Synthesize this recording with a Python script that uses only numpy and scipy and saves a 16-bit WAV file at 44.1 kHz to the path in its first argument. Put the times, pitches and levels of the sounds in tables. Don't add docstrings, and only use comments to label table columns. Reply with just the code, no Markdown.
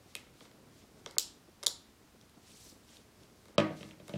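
import sys
import numpy as np
from scipy import signal
from scipy.fft import rfft, irfft, next_fast_len
from scipy.io import wavfile
from scipy.ndimage import uniform_filter1d, minimum_filter1d

SR = 44100
rng = np.random.default_rng(int(sys.argv[2]) if len(sys.argv) > 2 else 0)


def voltage_ratio(level):
    return 10 ** (np.asarray(level, float) / 20)


def bounce(signal):
    frames = np.transpose(np.atleast_2d(signal))
    limited = np.clip(frames, -1, 1)
    pcm = np.round(limited * 32767).astype(np.int16)
    wavfile.write(sys.argv[1], SR, pcm)


N = 184286


def rms_one(x):
    return x / np.sqrt(np.mean(x ** 2) + 1e-20)


def at_hz(points, hz, column=1):
    points = np.array(points)
    return np.interp(np.log(hz), np.log(points[:, 0]), points[:, column])


def in_time(rows, column):
    rows = np.array(rows)
    return np.interp(np.arange(N) / SR, rows[:, 0], rows[:, column])


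def shaped(x, spectrum):
    hz = np.arange(len(x) // 2 + 1) * SR / len(x) + 1
    return irfft(rfft(x) * voltage_ratio(at_hz(spectrum, hz)), len(x))


def band(x, low_hz, high_hz):
    sos = signal.butter(2, [low_hz, min(high_hz, 0.45 * SR)], "band", fs=SR, output="sos")
    return signal.sosfilt(sos, x)


def above(x, hz):
    return signal.sosfilt(signal.butter(4, hz, "high", fs=SR, output="sos"), x)


def add(track, s, piece):
    i = round(s * SR)
    track[i:i + len(piece)] += piece[:N - i]


def push(ms):
    phase = np.clip(np.arange(0.5, 400) / (ms * SR / 1000), 0, 1)
    hump = np.sin(np.pi * phase) ** 2
    return hump / hump.sum()


def burst(ms):
    t_ms = np.arange(1500) / SR * 1000
    envelope = (1 - np.exp(-t_ms / 0.081)) * np.exp(-t_ms / max(ms, 0.2))
    return rng.standard_normal(len(t_ms)) * envelope


def ring(force, modes, flip=-1, blur=1):
    out = 0
    for k, (hz, level_db, t60) in enumerate(modes):
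        r = voltage_ratio(-60 * blur / (t60 * SR))
        w = 2 * np.pi * hz / SR
        gain = flip ** k * voltage_ratio(level_db) * np.sin(w) * np.sqrt(blur)
        out = out + signal.lfilter([0, gain], [1, -2 * r * np.cos(w), r * r], force + 1e-18)
    return out


def all_directions(force, modes):
    unit = np.arange(2048) == 0
    power = sum(np.abs(rfft(ring(unit, [mode], blur=1.6))) ** 2 for mode in modes)
    response = np.roll(irfft(np.sqrt(power)), 1024)
    return signal.fftconvolve(force, response, "same")


def late_lows(x, ms):
    size = next_fast_len(N + SR // 4)
    hz = np.arange(size // 2 + 1) * SR / size
    turn = np.exp(-2j * np.pi * ms * np.log(1 + hz / 150))
    return irfft(rfft(x, size) * turn, size)[:N]


def snaps():
    # start in [s], peak in [dB].
    first_snap = [
        (1.1833, -18),
    ]
    second_snap = [
        (1.6633, -25),
        (1.6671, -18),
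    ]
    # frequency in [Hz], level in [dB], T60 in [s].
    head_down = [(3000, -27, 0.0047), (4000, 7, 0.0018), (5240, 5, 0.0044), (5220, 11.5, 0.00088),
                 (7320, 8, 0.0026), (8700, -21, .003), (10100, -43, .003), (11400, 6.5, 0.0005),
                 (13060, -11, 0.0044), (14700, -2, 0.00089)]
    head_up = [(3620, 4.5, 0.0069), (4200, 1, 0.0066), (4960, 2, 0.0039), (5740, -7.5, 0.009),
               (7070, 0.5, 0.0068), (9250, -4, 0.0035), (10300, -2, 0.0031), (12300, -13, 0.0026),
               (13700, -12, 0.0023)]
    heard, all_round = 0, 0
    for hits, head, cut_hz in ((first_snap, head_down, 2800), (second_snap, head_up, 3400)):
        click, chatter = np.zeros(N), np.zeros(N)
        for s, db in hits:
            add(click, s, voltage_ratio(db + 3.5) * push(0.0385))
            add(chatter, s, voltage_ratio(db - 16.5) * burst(1.36))
        ringing = above(above(ring(click + chatter, head), cut_hz), cut_hz)
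        heard = heard + ringing + voltage_ratio(5) * band(click, 1200, 3500)
        all_round = all_round + above(above(voltage_ratio(-3) * all_directions(click, head), cut_hz), cut_hz)
    return np.array([heard, all_round])


def knocks():
    # start in [s], push in [dB], crack in [dB], contact in [ms].
    contacts = [(3.5803, -20.5, -26.5, 1.05), (3.5835, -36, -55, 1.8), (3.5997, -38, -37.5, 0.79),
                (3.603, -49, -41, 1.6), (3.666, -62, -55, 2.9), (3.706, -38, -62, 1.6),
                (3.808, -41.5, -54.5, 2.18), (3.849, -40, -62, 3.4), (3.999, -48, -64.5, 2.05),
                (4.019, -43, -74, 5.8), (4.093, -42.5, -55, 1.43), (4.137, -31, -51, 2.03),
                (4.156, -32, -54, 4.1)]
    # frequency in [Hz], level in [dB], T60 in [s].
    table_modes = [(108.6, -5.5, 0.32), (157.5, -6.5, .25), (211, 2.5, 0.072), (261.5, -9.5, 0.13),
                   (284, -4.5, 0.22), (313.3, -2, 0.194), (373, -5.5, 0.14), (439, -7.5, 0.1),
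                   (495, -2.5, 0.1), (538, -7, 0.05), (596.6, 4, 0.089), (647, 7.5, 0.046),
                   (733, -16, 0.48), (792, -3, 0.13), (878, -0.5, 0.16), (934, -6, 0.13), (1020, -10, 0.22),
                   (1130, 0, 0.18), (1243, 3, 0.14), (1920, -12, 0.13)]
    rim_modes = [(1670, 11, 0.0019), (2130, 12.5, 0.0028), (2880, 13.5, 0.0013), (4050, -53, 0.012),
                 (4900, -30, 0.0023), (7500, -47, 0.0029), (9600, -48, 0.0015)]
    force, cracks, clicks = np.zeros(N), np.zeros(N), np.zeros(N)
    for s, push_db, crack_db, ms in contacts:
        add(force, s, -voltage_ratio(push_db) * push(np.clip(ms, 0.2, 8)))
        add(cracks, s, voltage_ratio(crack_db - 9) * burst(4.1))
        add(clicks, s, voltage_ratio(crack_db + 4) * push(0.027))
    table = above(ring(late_lows(force, 1.208), table_modes, flip=0.94), 154)
    rim = np.array([ring(cracks, rim_modes), all_directions(clicks, rim_modes)])
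    return table + band(rim, 450, 7400)


def ticks():
    # start in [s], peak in [dB], ring in [Hz], hollow thump in [dB].
    crisp_ticks = [
        (0.152, -33.5, 2920, -47),
        (1.1099, -47, 4400, -57),
        (1.634, -35, 4700, -43.5),
        (2.2954, -61.5, 3190, -72),
        (3.455, -59, 3200, -57),
        (3.483, -60, 4140, -57),
        (3.8888, -56, 2820, -59),
        (4.0804, -46.5, 2980, -51),
        (4.093, -51, 3800, -45.5),
    ]
    dull_ticks = [(0.2688, -64, 2620, -61), (0.407, -47.5, 2950, -85), (0.4528, -52, 3050, -56.5),
                  (0.5136, -55, 3850, -60.5), (0.818, -60.5, 2540, -79), (1.061, -37.5, 4120, -41),
                  (1.0882, -55, 3820, -68), (1.6289, -36.5, 4070, -44.5), (2.2122, -54.5, 4730, -78),
                  (2.8913, -53.5, 2960, -84), (2.93, -60, 4740, -62), (2.969, -52, 3800, -73),
                  (3.2343, -57, 3740, -64), (3.8298, -44.5, 2920, -50), (3.9096, -47, 2450, -71.5),
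                  (3.915, -51.5, 2430, -58)]
    # start in [s], peak in [dB].
    thumb = [
        (0.408, -50),
        (0.972, -60.5),
        (1.166, -41),
        (1.172, -69),
        (1.184, -44.5),
        (1.668, -39),
    ]
    # frequency in [Hz], level in [dB], T60 in [s].
    bottle_modes = [(318, 1.5, 0.019), (409, 1, 0.031), (540, 2.5, 0.012), (760, -6, 0.029),
                    (918, -2, 0.026), (1233, 1.5, 0.014), (1507, 1.5, 0.01), (2195, -3, 0.021)]
    spout_modes = [(2480, -49, .04), (2610, -49, 0.04)]
    out, thumps, spout = np.zeros((2, N)), np.zeros(N), np.zeros(N)
    for rows, treble_db in ((crisp_ticks, 0.5), (dull_ticks, -23)):
        for s, db, hz, thump_db in rows:
            heard_force = 0.5 * burst(1) + 2.45 * np.pad(push(0.068), (0, 1100))
            all_round_force = 3.4 * push(0.065)
            for track, force in zip(out, (heard_force, all_round_force)):
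                pitch = band(force, hz / 1.365, hz * 1.405)
                treble = voltage_ratio(treble_db - 9) * band(force, hz * 1.85, 12300)
                add(track, s + 0.00042, voltage_ratio(db + 16.5) * (pitch - treble))
            add(thumps, s, voltage_ratio(thump_db) * push(0.14))
    for s, db in thumb:
        add(thumps, s, voltage_ratio(db - 1) * push(0.39))
    add(spout, crisp_ticks[0][0] + 0.0027, burst(27) / 9)
    body = above(ring(late_lows(thumps, 1.48), bottle_modes), 240)
    return out + body + ring(spout, spout_modes) * [[1], [0.3]]


def rubbing():
    # start in [s], length in [s], level at start in [dB], level at end in [dB], centre at end in [Hz].
    strokes = [(0.106, 0.092, -67.5, -71, 4900), (0.431, .04, -61.5, -70, 4360),
               (0.75, 0.056, -70.5, -66, 4260), (0.99, .03, -70, -79, 4500), (1.078, 0.026, -80, -75, 5500),
               (2.478, 0.22, -61.5, -57.5, 6900), (2.905, 0.068, -63, -62, 4530),
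               (3.217, 0.013, -69.5, -66.5, 4000), (3.365, .13, -75, -72, 4470),
               (3.791, 0.11, -59.5, -65.5, 4000), (4.102, 0.024, -64, -73, 4370),
               (4.144, 0.033, -71, -57, 1700)]
    start_hz, rise_db_per_s, fall_db_per_s = 4700, 178, 214
    t, level, centre = np.arange(N) / SR, np.full(N, 1e-9), np.zeros(N)
    for s, length, start_db, end_db, end_hz in strokes:
        along = np.clip((t - s) / max(length, 0.005), 0, 1)
        edges_db = rise_db_per_s * np.maximum(s - t, 0) + fall_db_per_s * np.maximum(t - s - length, 0)
        stroke = voltage_ratio(start_db + (end_db - start_db) * along - edges_db)
        level = level + stroke
        centre = centre + stroke * (start_hz + (end_hz - start_hz) * along)
    centre = (centre + 1e-9 * start_hz) / level
    out, edges = 0, np.geomspace(620, 15500, 12)
    for low, high in zip(edges, edges[1:]):
        patches = rms_one(band(rng.standard_normal(N), 0.67, 23))
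        grains = rng.standard_normal(N) * voltage_ratio(2 * rng.exponential(1, N) + 1.8 * patches)
        octaves_off = np.log2(np.sqrt(low * high) / centre)
        colour_db = -4.5 * octaves_off ** 2 - 7.1 * (low / 11000) ** 2
        out = out + voltage_ratio(colour_db) * band(grains, low, high)
    return level * out / np.sqrt(uniform_filter1d(out ** 2, 4000))


def stirring():
    # time in [s], level in [dB].
    bumps = [
        (0.0, -61),
        (0.85, -59),
        (1.13, -58.5),
        (1.29, -62.5),
        (2.06, -64.5),
        (2.16, -62.5),
        (3.42, -60.5),
        (3.56, -57.5),
    ]
    lumps = rms_one(band(rng.standard_normal(N), 1, 28))
    rumble = rms_one(band(rng.standard_normal(N), 100, 468))
    return voltage_ratio(in_time(bumps, column=1) - 4.5 + 3.2 * lumps) * rumble


def house_air():
    # frequency in [Hz], level in [dB].
    air_spectrum = [(13, -67), (22, -13.5), (76, 1), (179, -6.5), (223, -1.5), (263, -5), (409, -14.5),
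                    (554, -24), (602, -12.5), (815, -13), (935, -15.5), (1020, -13.5), (3320, -20),
                    (4890, -19.5), (16000, -29)]
    return voltage_ratio(-58.5 - 5) * rms_one(shaped(rng.standard_normal(N), air_spectrum))


def echoes(x):
    # delay in [ms], level in [dB], smear in [ms].
    surfaces = [
        (1.45, -8, .3),
        (7.7, -18, .7),
        (12.6, -14, .6),
    ]
    response = np.zeros(SR // 10)
    for ms, db, smear_ms in surfaces:
        scatter = burst(smear_ms)
        add(response, ms / 1000, voltage_ratio(db) * scatter / np.linalg.norm(scatter))
    return signal.fftconvolve(x, response)[:N]


def room(x):
    # frequency in [Hz], T60 in [s], level in [dB].
    tail_bands = [(150, 0.4, -18.5), (500, 0.31, -14), (1510, 0.4, -14.5), (3360, 0.42, -22),
                  (6130, 0.26, -18), (8900, 0.3, -16), (12200, 0.26, -24.5), (15070, 0.11, -8.5)]
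    build_up_s = 0.013
    t = np.arange(int(0.7 * SR)) / SR
    response, edges = np.zeros(len(t)), np.geomspace(80, 17000, 17)
    for low, high in zip(edges, edges[1:]):
        hz = np.sqrt(low * high)
        decay = voltage_ratio(at_hz(tail_bands, hz, column=2) - 60 * t / at_hz(tail_bands, hz))
        response += decay * band(rng.standard_normal(len(t)), low, high)
    return signal.fftconvolve(x, voltage_ratio(-18) * response * np.clip(t / build_up_s, 0, 1))[:N]


def scene():
    heard, all_round = snaps() + knocks() + ticks()
    hits = heard + echoes(heard) + room(all_round)
    return (hits + rubbing() + stirring() + house_air())[None]


def hush_before_attacks(x):
    above_hz, ahead_s, gap_db = 4000, 0.019, 36
    treble = signal.sosfiltfilt(signal.butter(4, above_hz, "high", fs=SR, output="sos"), x)
    power = uniform_filter1d(treble ** 2, size=88)
    ahead = round(ahead_s * SR)
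    coming = -minimum_filter1d(-power, size=ahead, origin=-(ahead // 2))
    masked = 1.0 * (power < coming * voltage_ratio(-2 * gap_db))
    return x - treble * uniform_filter1d(masked, size=44)


def band_limit(x):
    return signal.sosfilt(signal.butter(12, 17040, fs=SR, output="sos"), x)


def record(dry):
    top_cut = signal.cheby2(10, 60, 17000, fs=SR, output="sos")
    mix = signal.sosfilt(top_cut, hush_before_attacks(dry))
    return band_limit(mix)


dry = scene()
out = record(dry)
bounce(out)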